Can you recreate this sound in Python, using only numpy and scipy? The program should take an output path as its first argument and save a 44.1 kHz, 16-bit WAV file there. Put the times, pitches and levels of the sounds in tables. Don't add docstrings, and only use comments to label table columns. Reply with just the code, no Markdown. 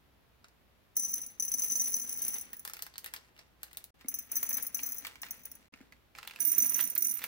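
import sys
import numpy as np
from scipy import signal
from scipy.fft import rfft, irfft, next_fast_len
from scipy.io import wavfile
from scipy.ndimage import uniform_filter1d, map_coordinates

SR = 44100
rng = np.random.default_rng(int(sys.argv[2]) if len(sys.argv) > 2 else 0)


def to_wav(s):
    ch = np.atleast_2d(s).T
    pcm = np.round(np.clip(ch, -1, 1) * 32767)
    wavfile.write(sys.argv[1], SR, pcm.astype(np.int16))


N = 320607

# (pitch [Hz], relative level [dB], t60 [s], left over right [dB], left phase lead [rad])
LEFT_BOWL = [(6045, -0.5, 0.059, 2.5, 0.87), (10104, 1.5, 0.062, 3.5, -2.5), (14630, -3, 0.063, 3, -3.2),
             (15505, -3, .045, -14, 0), (5870, -1, 0.0067, 3.5, 0.5)]
MIDDLE_BOWL = [(6080, 1.5, .066, 2, .4), (10250, 2.5, .058, 7, 2), (14880, 0, .06, 1, .3),
               (15680, -12, .045, 0, -.3), (6000, -1, .012, 0, 1)]
RIGHT_BOWL = [(6025, 2, .064, -4, -1.9), (9950, 2, .062, -4, 2.2), (14535, 1, .06, -14, -3),
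              (15200, -6, .055, -10, -1.7), (5900, -2, .012, -3, -1.9)]


def beads():
    left = pour(0.95, 2.7, per_second=170, trim_db=-2.5, bright_db=0, fill_bright_db=11)
    middle = pour(4.07, 5.65, per_second=140, trim_db=-3.5, bright_db=6.5, fill_bright_db=6.5)
    right = pour(6.39, 7.27, per_second=170, trim_db=-1, bright_db=10, fill_bright_db=7)
    return (bowl(left, LEFT_BOWL, ring_db=3.5, tick_db=-10, chatter_db=-5, knock_db=14)
            + bowl(middle, MIDDLE_BOWL, ring_db=2.5, tick_db=-3, chatter_db=-7, knock_db=14.5)
            + bowl(right, RIGHT_BOWL, ring_db=3, tick_db=-13.5, chatter_db=-9, knock_db=15))


# (time [s], level [dB], high modes over the lowest [dB])
STRIKES = [(0.9669, -19, 4.5), (0.996, -23.5, -6), (1.0337, -27.5, -6), (1.0484, -26, -4),
           (1.1017, -33, -8), (1.1388, -23.5, -4), (1.2151, -32, 7.5), (1.2633, -34, 2), (1.398, -22.5, -5),
           (1.4238, -23.5, -7), (1.4498, -28, 7), (1.4802, -28.5, 2), (1.5171, -23, -5),
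           (1.5395, -20.5, -3), (1.5945, -24, -4), (1.6202, -23, -12), (1.6434, -24.5, 0),
           (1.7196, -21.5, -8), (1.7554, -21.5, -19), (1.7965, -21, -25), (1.8123, -22.5, -24),
           (1.8455, -27.5, -9), (1.8793, -30, -3), (1.9418, -21.5, -13.5), (1.9658, -24.5, 0),
           (2.0157, -33.5, -9), (2.0753, -33.5, -6), (2.0935, -28.5, -7), (2.1276, -30.5, 10),
           (2.1732, -31.5, 17), (2.2185, -26, 6), (2.2264, -26.5, -5), (2.2493, -25, 8),
           (2.2812, -22, 13.5), (2.3414, -27, -2), (2.383, -29.5, 3), (2.4112, -33, 9),
           (2.5314, -32.5, 22.5), (2.5674, -39.5, 19), (2.5939, -36, 19), (4.0842, -26, 8),
           (4.1412, -27, 4), (4.187, -30.5, 10), (4.317, -26.5, 8), (4.3554, -26, 6), (4.3668, -23, 10),
           (4.4295, -22.5, 9), (4.4909, -25, 11.5), (4.5065, -27.5, 11), (4.529, -26, 9), (4.542, -25, 4),
           (4.5697, -26.5, 12), (4.6253, -27.5, 16), (4.667, -28, 17), (4.7455, -23.5, 6),
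           (4.8329, -25.5, 7), (4.8633, -28.5, 8), (4.9205, -28.5, 13), (4.9829, -31.5, 12),
           (5.2177, -34.5, 10), (5.3082, -28.5, 9.5), (5.4543, -33, 19), (5.5156, -36.5, 15),
           (5.5523, -43, 9), (6.4038, -21, 7.5), (6.4504, -19.5, 27), (6.4825, -23, 27),
           (6.5174, -20.5, 15), (6.581, -15.5, 13), (6.6019, -21, 2), (6.6228, -18, 7.5),
           (6.6616, -23.5, 12), (6.6944, -22, 5), (6.7433, -20.5, 3), (6.8085, -24, 19), (6.8735, -30, 28),
           (6.8997, -26, 26), (6.9514, -24.5, 24), (6.9778, -18, 15), (7.0226, -18.5, 12.5),
           (7.046, -23, 6), (7.0682, -21.5, 6), (7.1176, -32, 18), (7.1728, -32, 23)]


def pour(start, end, **bounce_settings):
    direct = [row for row in STRIKES if start <= row[0] <= end]
    return np.vstack([direct, rebounds(start, end, **bounce_settings)])


# (start [s], length [s], patter [dB], rolling [dB])
GUSHES = [(0.97, 0.21, -36, -62), (1.42, 0.22, -41.5, -62), (1.582, 0.42, -31, -58),
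          (2.09, .1, -36.5, -59.5), (2.211, 0.13, -36, -55.5), (2.54, 0.11, -57.5, -69),
          (4.092, 0.086, -45.5, -63), (4.321, 0.28, -36.5, -56.5), (4.764, 0.18, -37, -58),
          (5.232, 0.24, -53.5, -63.5), (6.406, 0.43, -30, -54.5), (7.011, .1, -29.5, -57.5)]
PATTER_FADE_DB_PER_S, ROLL_FADE_DB_PER_S = 139.5, 42


def rebounds(start, end, per_second, trim_db, bright_db, fill_bright_db):
    count = int((end - start) * per_second)
    moment, force, hardness = rng.random((count, 3)).T
    fill = (np.arange(count) + moment) / count
    times = start + fill * (end - start)
    starts, lengths, patter_db, _ = np.transpose(GUSHES)
    level_db = envelope_db(times, starts, lengths, patter_db, PATTER_FADE_DB_PER_S) + trim_db
    level_db += 7.5 * (2 * force - 1)
    high_db = bright_db + fill_bright_db * fill + 11 * (2 * hardness - 1)
    return np.column_stack([times, level_db, high_db])


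def roll_envelope():
    starts, lengths, _, rolling_db = np.transpose(GUSHES)
    return amp(envelope_db(np.arange(N) / SR, starts, lengths, rolling_db, ROLL_FADE_DB_PER_S))


# (frequency [Hz], relative level [dB])
TICK_EQ = [(200, -25), (2000, -11.5), (3200, -30), (4600, -12), (5700, 0.5), (7000, -2), (8600, -12.5),
           (10700, 4.5), (12500, -6), (14000, -4), (15500, 2.5)]


def bowl(hits, modes, ring_db, tick_db, chatter_db, knock_db, fill_damping=0.55, detune_hz=34):
    hz, mode_db, t60, side_db, lead = np.transpose(modes)
    t = np.arange(SR // 12) / SR
    attack = 1 - np.exp(-t / 0.0007)
    height = np.minimum(np.log(hz / hz[0]) / np.log(hz[2] / hz[0]), 1)
    first, last = hits[:, 0].min(), hits[:, 0].max()
    rings, ticks, knocks = np.zeros((3, 2, N))
    for time, level_db, bright_db in hits:
        strength, pitch, side, phase = rng.standard_normal((4, len(hz)))
        gains = amp(mode_db + bright_db * height + 2 * strength)
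        gains = gains / np.linalg.norm(gains) * pan(side_db + 3 * side)
        stereo_phase = np.exp(1j * np.outer([1, -1], lead + 0.65 * phase) / 2)
        damping = 1 + fill_damping * (time - first) / (last - first)
        decay = amp(-60 * damping * t / t60[:, None])
        partials = decay * np.exp(2j * np.pi * (hz + detune_hz * pitch)[:, None] * t)
        ping = ((gains * stereo_phase) @ partials).imag * attack
        add(rings, time, amp(level_db + ring_db) * ping)
        tick = amp(tick_db) * burst(t60=0.0066, correlation=0.47)
        chatter = amp(chatter_db) * burst(t60=0.03, correlation=0.14)
        add(ticks, time, amp(level_db) * (tick + chatter))
        add(knocks, time, amp([level_db + knock_db]))
    return rings + at_hand(coloured(ticks, TICK_EQ)) + filtered(knocks, wood)


# (time [s], body [dB], treble [dB], resonance [Hz])
PACKET_CRACKS = [(0.443, -42.5, -64, 1410), (0.4835, -57, -60, 6000), (2.5308, -40.5, -62, 1800),
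                 (2.651, -32.5, -30.5, 990), (2.6762, -36.5, -33, 1720), (2.6976, -39, -38.5, 1300),
                 (2.7349, -36.5, -31.5, 5070), (2.7682, -40.5, -41, 2160), (2.7918, -38, -45, 1820),
                 (2.823, -35.5, -28, 4540), (2.8654, -39, -40.5, 1700), (2.939, -46, -56, 4240),
                 (2.9568, -40.5, -62, 4210), (2.9806, -38, -30.5, 4700), (3.0437, -37, -35, 3150),
                 (3.0609, -35, -34.5, 1820), (3.1379, -30, -31.5, 1810), (3.1626, -36, -43.5, 4500),
                 (3.3913, -42, -58.5, 5200), (3.6317, -36.5, -33, 4400), (3.7312, -50, -44.5, 3870),
                 (3.7716, -40.5, -31, 3910), (3.8415, -52, -38, 2700), (4.4286, -33, -50, 1080),
                 (4.5824, -34.5, -36, 1720), (4.7916, -32.5, -48, 2500), (5.049, -29.5, -42, 2030),
                 (5.0687, -33, -34, 3100), (5.1557, -42, -53.5, 2240), (5.2317, -30, -45, 2000),
                 (5.738, -43.5, -75, 2330), (5.923, -44.5, -56, 2110), (6.1507, -42.5, -62, 2080),
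                 (6.1853, -34.5, -46.5, 1270), (6.2292, -38.5, -50, 2860), (6.2749, -34, -37, 3450),
                 (6.3094, -37.5, -50.5, 2560), (6.3602, -39, -47, 2650), (6.792, -27.5, -30, 2060),
                 (6.8019, -27, -52, 3200), (6.9617, -31, -51, 2000), (7.192, -41, -39, 3140),
                 (7.24, -27.5, -27, 2300)]
# (frequency [Hz], relative level [dB])
FILM_BODY_EQ = [(200, -21.5), (550, -8), (1000, -1), (1800, 1), (2600, -0.5), (3600, -3.5), (4400, -2),
                (6000, -7.5), (9000, -14), (16000, -34)]
FILM_TREBLE_EQ = [(2000, -14), (4500, -4.5), (8000, -3), (13000, 2.5), (15500, 4), (17000, -5.5)]


def packets(patch_q=4, patch_db=4, flutter_db=-8.5, sizzle_db=-7, flex_s=0.00046):
    body, treble = np.zeros((2, 2, N))
    for time, body_db, treble_db, hz in np.vstack([PACKET_CRACKS, small_creases()]):
        crack = burst(t60=0.017, correlation=0.72)
        crack += amp(flutter_db) * burst(t60=0.076, correlation=0.79)
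        t = np.arange(crack.shape[1]) / SR
        crack *= 1 - np.exp(-t / flex_s)
        patch = signal.lfilter(*signal.iirpeak(hz, patch_q, SR), crack)
        add(body, time, amp(body_db - 2) * (crack + amp(patch_db) * patch))
        click = burst(t60=0.0065, correlation=0.62)
        sizzle = amp(sizzle_db) * burst(t60=0.089, correlation=0.12)
        add(treble, time, amp(treble_db + 0.5) * (click + sizzle))
    return at_hand(coloured(body, FILM_BODY_EQ) + coloured(treble, FILM_TREBLE_EQ))


# (start [s], length [s], rubbing [dB])
GRIPS = [(2.653, .22, -68), (3.038, .14, -62), (3.354, 0.048, -70.5), (3.608, .18, -69.5),
         (3.994, 0.082, -68), (5.018, 0.055, -57), (5.229, 0.077, -63), (5.725, 0.094, -71),
         (6.162, .23, -61.5), (7.159, .11, -55)]


def small_creases(per_grip=4, over_rub_db=15.5, spread_db=3, centre_hz=2400, spread_octaves=0.56):
    starts, lengths, rub_db = np.repeat(GRIPS, per_grip, axis=0).T
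    moment, force, crispness, pitch = rng.random((len(starts), 4)).T
    body_db = rub_db + over_rub_db + spread_db * (2 * force - 1)
    treble_db = body_db - 10 + spread_db * (2 * crispness - 1)
    hz = centre_hz * 2 ** (spread_octaves * (2 * pitch - 1))
    return np.column_stack([starts + moment * lengths, body_db, treble_db, hz])


def rub_envelope():
    return amp(envelope_db(np.arange(N) / SR, *np.transpose(GRIPS), fade_db_per_s=108.5))


# (frequency [Hz], relative level [dB])
RUSTLE_EQ = [(100, -6.5), (400, -1.5), (700, -3.5), (1200, -3.5), (2000, 3), (3400, -5.5), (5000, -8),
             (8500, -13), (15500, -17)]


def rolling(grains_per_s=450, grit_db=-2, rub_db=-5, clump_db=3, clumps_per_s=45):
    impulses = (rng.random(N) < grains_per_s / SR) * amp(rng.uniform(-7, 7, N))
    grains = signal.lfilter([1], [1, -np.exp(-1 / (SR * 0.00048))], impulses)
    grit = unit(grains * stereo_noise(N, correlation=0.67))
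    clumps = amp(clump_db * wander(clumps_per_s))
    rub = stereo_noise(N, correlation=0.63)
    rustle = coloured(amp(grit_db) * grit + amp(rub_db) * rub, RUSTLE_EQ)
    return at_hand(np.hypot(roll_envelope(), rub_envelope()) * clumps * rustle)


# (time [s], impulse level [dB])
BUMPS = [(4.046, 1), (5.734, -6), (5.805, -1), (6.619, -3.5)]


def tabletop(drum_db=-10, lurch_db=4, lurches_per_s=30):
    lurch = amp(lurch_db * np.tanh(wander(lurches_per_s)))
    push = unit(lurch * rng.standard_normal(N))
    drumming = amp(drum_db) * roll_envelope() * unit(filtered(push, wood))
    bumps = np.zeros(N)
    for time, level_db in BUMPS:
        add(bumps, time, amp([level_db]))
    return drumming + filtered(bumps, wood)


# (centre [Hz], width [Hz], gain [dB])
WOOD_MODES = [(219, 47, -4), (274.3, 43, 0), (380, 170, -12.5), (2166, 55, -12)]


def wood(hz):
    return sum((-1) ** k * amp(db) * 1j * hz * width / (centre ** 2 - hz ** 2 + 1j * hz * width)
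               for k, (centre, width, db) in enumerate(WOOD_MODES))


# (time [s], left over right [dB], left lead [samples])
HAND_PATH = [(3.8, 0.5, 9.5), (4.1, 0, 3.5), (5.6, -1, 7), (6.1, -2, -0.5)]


def at_hand(x):
    times, *columns = np.transpose(HAND_PATH)
    side_db, lead = [np.interp(np.arange(N) / SR, times, column) for column in columns]
    index = np.arange(N) + np.round(np.array([lead, -lead]) / 2).astype(int)
    return np.take_along_axis(x, np.clip(index, 0, N - 1), axis=1) * pan(side_db)


# (frequency [Hz], t60 [s])
ROOM_DECAY = [(200, 0.8), (2000, 0.23), (6000, 0.3), (15000, 0.14)]


def room(x, wet_db=-10, early_db=-10, reflections=8):
    hz, t, noise = signal.stft(rng.standard_normal((2, SR // 2)), SR, nperseg=256)
    decay = amp(-60 * t / along(ROOM_DECAY, hz)[:, None])
    _, tail = signal.istft(noise * decay, SR, nperseg=256)
    tail *= amp(wet_db) / np.linalg.norm(tail[0])
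    for channel in tail:
        delays = (rng.uniform(0.001, 0.014, reflections) * SR).astype(int)
        channel[delays] += amp(early_db) * rng.choice([-1, 1], reflections) / np.sqrt(reflections)
    return signal.fftconvolve(x, tail, axes=1)[:, :N]


# (frequency [Hz], relative level [dB])
AIR_EQ = [(25, -14), (70, -1.5), (160, -7), (400, -12), (1700, -18), (3500, -22), (8500, -35),
          (12000, -28.5), (15500, -29)]
# (frequency [Hz], left-right correlation [0-1])
AIR_CORRELATION = [(60, 0.25), (400, 0.27), (2400, .05)]


def room_tone(air_db=-67, hum_db=-76, hum_hz=59.5):
    def mid_side_eq(hz):
        width = np.arccos(along(AIR_CORRELATION, hz)) / 2
        return amp(along(AIR_EQ, hz)) * [np.cos(width), np.sin(width)]

    mid, side = filtered(rng.standard_normal((2, N)), mid_side_eq)
    air = unit(np.array([mid + side, mid - side]))
    hum = unit(np.sin(2 * np.pi * hum_hz * np.arange(N) / SR))
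    return amp(air_db) * air + amp(hum_db) * hum


def envelope_db(t, starts, lengths, levels_db, fade_db_per_s, onset_db_per_s=900.5):
    age = t[:, None] - starts
    onset_db = onset_db_per_s * np.maximum(-age, 0)
    fade_db = fade_db_per_s * np.maximum(age - lengths, 0)
    return np.max(levels_db - onset_db - fade_db, axis=1)


def burst(t60, correlation, size=2600):
    tick = stereo_noise(size, correlation) * amp(-60 * np.arange(size) / SR / t60)
    return unit(tick) * np.sqrt(SR / 1000 / size)


def stereo_noise(size, correlation):
    mid, side = rng.standard_normal((2, size))
    width = np.arccos(correlation) / 2
    return np.cos(width) * mid + np.sin(width) * np.array([side, -side])


def wander(per_second):
    return map_coordinates(rng.standard_normal(N // 100), [np.arange(N) * per_second / SR])


def coloured(x, eq, size=2048):
    gain = amp(along(eq, np.fft.rfftfreq(size, 1 / SR)))
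    cepstrum = irfft(np.log(gain))
    cepstrum[1:size // 2] *= 2
    cepstrum[size // 2 + 1:] = 0
    impulse = irfft(np.exp(rfft(cepstrum)))
    return signal.oaconvolve(x, impulse[None] / np.linalg.norm(impulse), axes=1)[:, :N]


def filtered(x, response):
    size = next_fast_len(N + SR // 2)
    hz = np.fft.rfftfreq(size, 1 / SR)
    return irfft(rfft(x, size) * response(hz), size)[..., :N]


def along(points, hz):
    knots_hz, values = np.transpose(points)
    return np.interp(np.log(hz + 1), np.log(knots_hz + 1), values)


def pan(side_db):
    gains = amp(np.array([side_db, -side_db]).reshape(2, -1) / 2)
    return gains / np.sqrt(np.mean(gains ** 2, axis=0))


def add(track, time, sound):
    i = int(np.clip(round(time * SR), 0, N - 1))
    track[..., i:i + sound.shape[-1]] += sound[..., :N - i]


def amp(db):
    return 10 ** (np.asarray(db) / 20)


def unit(x):
    return x / np.sqrt(np.mean(x ** 2) + 1e-20)


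def scene():
    close = beads() + packets() + rolling() + tabletop()
    return close + room(close) + room_tone()


# (start [s], end [s])
DROPOUTS = [(3.906, 3.943), (5.684, 5.724)]


def record(dry, top_hz=16000):
    t = np.arange(N) / SR
    gate = np.ones(N)
    for start, end in DROPOUTS:
        gate[(t > start) & (t < end)] = 0
    gated = dry * uniform_filter1d(gate, size=128)
    return filtered(gated, lambda hz: 1 / (1 + (hz / top_hz) ** 100))


dry = scene()
out = record(dry)
to_wav(out)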